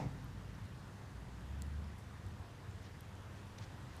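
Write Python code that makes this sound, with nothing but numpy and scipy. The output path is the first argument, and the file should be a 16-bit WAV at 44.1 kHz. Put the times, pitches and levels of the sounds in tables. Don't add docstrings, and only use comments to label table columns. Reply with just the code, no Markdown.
import sys
import numpy as np
from scipy import signal
from scipy.fft import rfft, irfft, next_fast_len
from scipy.io import wavfile
from scipy.ndimage import uniform_filter1d, map_coordinates

SR = 44100
rng = np.random.default_rng(int(sys.argv[2]) if len(sys.argv) > 2 else 0)


def unload_wav(signal):
    wavfile.write(
        sys.argv[1],
        SR,
        np.round(np.clip(np.atleast_2d(signal).T, -1, 1) * 32767).astype(np.int16),
    )


N = 176400
T = np.arange(N) / SR
TOP_HZ = 15450


def amp(db):
    return 10 ** (np.asarray(db) / 20)


def unit(x):
    return x / np.sqrt(np.mean(x ** 2) + 1e-20)


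def gain_at(spectrum, hz):
    f, db = np.transpose(spectrum)
    return amp(np.interp(np.log(hz + 1), np.log(f + 1), db))


def curves(rows):
    times, *columns = np.transpose(rows)
    return [np.interp(T, times, column) for column in columns]


def wobble(per_s):
    knots = rng.standard_normal(int(N * per_s / SR) + 4)
    return map_coordinates(knots, [T * per_s], mode="nearest")


def fade(t, t60):
    return (t >= 0) * np.exp(-np.log(1000) * np.abs(t) / t60)


def filtered(x, response):
    size = next_fast_len(N + SR // 2)
    return irfft(rfft(x, size) * response(np.fft.rfftfreq(size, 1 / SR)), size)[:N]


def noise(spectrum):
    return unit(filtered(rng.standard_normal(N), lambda hz: gain_at(spectrum, hz)))


def far_rain(patchy_db=1.08):
    # f/Hz, level/dB
    spectrum = [(150, -11), (300, -0.5), (420, -2.5), (560, -4.5), (720, -5), (950, -3.5), (1360, -7),
                (1850, -8), (2200, -13), (3400, -16), (5500, -21.5), (7200, -23.5), (10000, -28),
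                (13500, -33.5), (15200, -37.5)]
    # t/s, level/dB
    levels = [(0, -58.5), (.6, -59), (2.6, -59), (3.4, -58.5), (4, -57.5)]
    level_db, = curves(levels)
    frames = signal.stft(rng.standard_normal(N), nperseg=512)[2]
    patches = uniform_filter1d(rng.standard_normal(frames.shape), size=7, axis=0)
    patches = uniform_filter1d(patches, size=12, axis=1)
    hiss = signal.istft(frames * amp(patchy_db * unit(patches)), nperseg=512)[1][:N]
    return amp(level_db) * unit(filtered(hiss, lambda hz: gain_at(spectrum, hz)))


def leaf_patter(drops_per_s=900, level_db=-79, scatter_db=3, centre_hz=5500, spread_octaves=0.96):
    when, pitch_a, pitch_b, rarity = np.hsplit(rng.random((int(drops_per_s * N / SR), 4)), 4)
    hz = np.clip(centre_hz * 2 ** (spread_octaves * (pitch_a + pitch_b - 1)), 1, TOP_HZ)
    strength = amp(-scatter_db * np.log(np.maximum(rarity, .004)))
    age = np.arange(160)
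    cycles = hz * age / SR
    ticks = strength * np.sin(2 * np.pi * cycles) * np.exp(-cycles)
    at = (when * N).astype(int) + age
    return amp(level_db) * unit(np.bincount(at.ravel(), ticks.ravel(), N)[:N])


def traffic():
    # f/Hz, level/dB
    spectrum = [(20, -34), (35, -12), (55, -6), (85, -5.5), (105, -10), (128, -0.5), (155, -9.5),
                (195, -7.5), (235, -15.5), (285, -16.5), (380, -33.5), (700, -60)]
    # t/s, level/dB
    levels = [(0, -45.5), (.3, -50.5), (.95, -54.5), (1.3, -52.5), (1.75, -50), (2.05, -55.5), (3.3, -55.5),
              (4, -53)]
    level_db, = curves(levels)
    return amp(level_db) * noise(spectrum)


def far_engine():
    # t/s, firing rate/Hz, level/dB
    course = [(0, 55.2, -56.5), (.65, 55.95, -57), (.85, 56, -83), (1.05, 57.5, -82), (1.17, 57.93, -50),
              (1.4, 58.73, -52), (1.52, 69.4, -47), (1.7, 73, -43), (1.88, 75, -45.5), (1.95, 74.35, -61),
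              (2.3, 78.5, -50), (2.5, 80.9, -74), (2.72, 82, -57.5), (4, 81.75, -60.5)]
    # multiple, relative level/dB
    overtones = [(2, -17.5), (3, -19)]
    firing_hz, level_db = curves(course)
    phase = 2 * np.pi * np.cumsum(firing_hz) / SR
    drone = np.sin(phase) + sum(amp(db) * np.sin(k * phase) for k, db in overtones)
    return amp(level_db + wobble(20)) * unit(drone)


def mains_hum(waver_db=1.1, drift_rad=0.36):
    # f/Hz, level/dB
    tones = [(100, -55.5), (200, -68), (497, -78), (699, -81.5), (894, -79)]
    out = np.zeros(N)
    for hz, db in tones:
        gain = amp(db + waver_db * wobble(3.98))
        out += gain * unit(np.sin(2 * np.pi * hz * T + drift_rad * wobble(4.86)))
    return out


def boom(start_db=-38.5, t60=0.37):
    # f/Hz, level/dB
    spectrum = [(25, -12), (60, 2), (130, 5), (200, -6), (280, 1.5), (370, -6.5), (480, -8), (900, -7.5),
                (1150, -20), (1600, -25), (2000, -19), (2800, -32), (6000, -32.5), (15000, -60)]
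    return amp(start_db) * noise(spectrum) * fade(T, t60)


def bumps(half_length_s=0.013):
    # centre t/s, peak level/dB, f/Hz
    thuds = [(0.023, -37, 139), (0.066, -33.5, 122.6), (.639, -40, 100), (0.757, -47, 103.8),
             (1.062, -44, 99.2), (1.263, -41.5, 105.4), (2.268, -36.5, 80), (2.406, -40.5, 89.8),
             (2.692, -41.5, 96.4), (2.757, -41.5, 90.8), (3.618, -43, 104.1), (3.744, -43.5, 101.1)]
    out = np.zeros(N)
    for at, db, hz in thuds:
        tone = np.sin(2 * np.pi * (hz * T + rng.random()))
        out += amp(db) * tone * np.exp(-((T - at) / half_length_s) ** 2)
    return out


def near_drips(tick_t60=0.0026, spray_db=-7):
    # t/s, level before colouring/dB, tick f/Hz, spray t60/s
    drips = [(0.2446, -51.5, 12400, 0.0048), (.655, -62, 11000, .03), (1.408, -61, 8060, .008),
             (1.621, -38.5, 7340, 0.0061), (1.665, -62, 11000, .02), (1.981, -61.5, 7000, .2),
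             (2.266, -59, 9900, .008), (2.287, -61, 12900, .008), (2.395, -61, 12500, 0.0095),
             (2.829, -61, 10570, 0.013), (3.008, -46, 13500, 0.0063), (3.154, -61, 7490, .02),
             (3.234, -60, 13000, .006), (3.966, -51, 9814, .006)]
    # f/Hz, level/dB
    spray_spectrum = [(500, -15), (3000, -2), (5000, -2), (7500, -1), (13500, -1.5)]
    # f/Hz, gain/dB
    colour = [(1000, -5), (2800, 5), (4500, 2), (7500, 4), (10000, 5), (13500, -1), (14700, -1),
              (15400, -10)]
    spray = amp(spray_db) * noise(spray_spectrum)
    out = np.zeros(N)
    for at, db, hz, spray_t60 in drips:
        t = T - at
        tick = np.sin(2 * np.pi * hz * t) * fade(t, tick_t60)
        out += amp(db) * (tick + spray * fade(t, spray_t60))
    return filtered(out, lambda hz: gain_at(colour, hz))


def puddle_plinks(t60=0.038, flutter_per_s=1700):
    # t/s, peak level/dB, f/Hz, phase flutter/rad
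    bubbles = [(.549, -62, 5470, 0.98), (1.842, -60.5, 4930, .9), (2.709, -64.5, 7000, 1.2),
               (3.585, -54, 3620, 0.34)]
    flutter = wobble(flutter_per_s)
    out = np.zeros(N)
    for at, db, hz, flutter_rad in bubbles:
        t = T - at
        out += amp(db) * np.sin(2 * np.pi * hz * t + flutter_rad * flutter) * fade(t, t60)
    return out


def ground_splashes():
    # centre t/s, level/dB, half length/s, tilt/(dB per octave)
    splashes = [(2.858, -65.5, 0.045, -4), (3.375, -69, 0.042, -3), (3.5864, -55, 0.0065, 0),
                (3.626, -62, 0.0043, 2), (3.641, -62, 0.012, 1), (3.622, -66, 0.04, 0),
                (3.952, -71, 0.095, -2)]
    # f/Hz, level/dB
    spectrum = [(1200, -27), (2400, -1), (3600, -1), (4500, 0), (6400, -2), (7600, -13), (14000, -26)]
    out = np.zeros(N)
    for at, level_db, half_length_s, tilt in splashes:
        fizz = noise([(hz, db + tilt * np.log2(hz)) for hz, db in spectrum])
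        out += amp(level_db) * fizz * np.exp(-2 * ((T - at) / half_length_s) ** 2)
    return out


def scene():
    rain = far_rain() + leaf_patter() + near_drips() + puddle_plinks() + ground_splashes()
    town = traffic() + far_engine() + bumps() + mains_hum() + boom()
    return (rain + town)[None]


def record(dry):
    return np.array([filtered(x, lambda hz: hz < TOP_HZ) for x in dry])


dry = scene()
out = record(dry)
unload_wav(out)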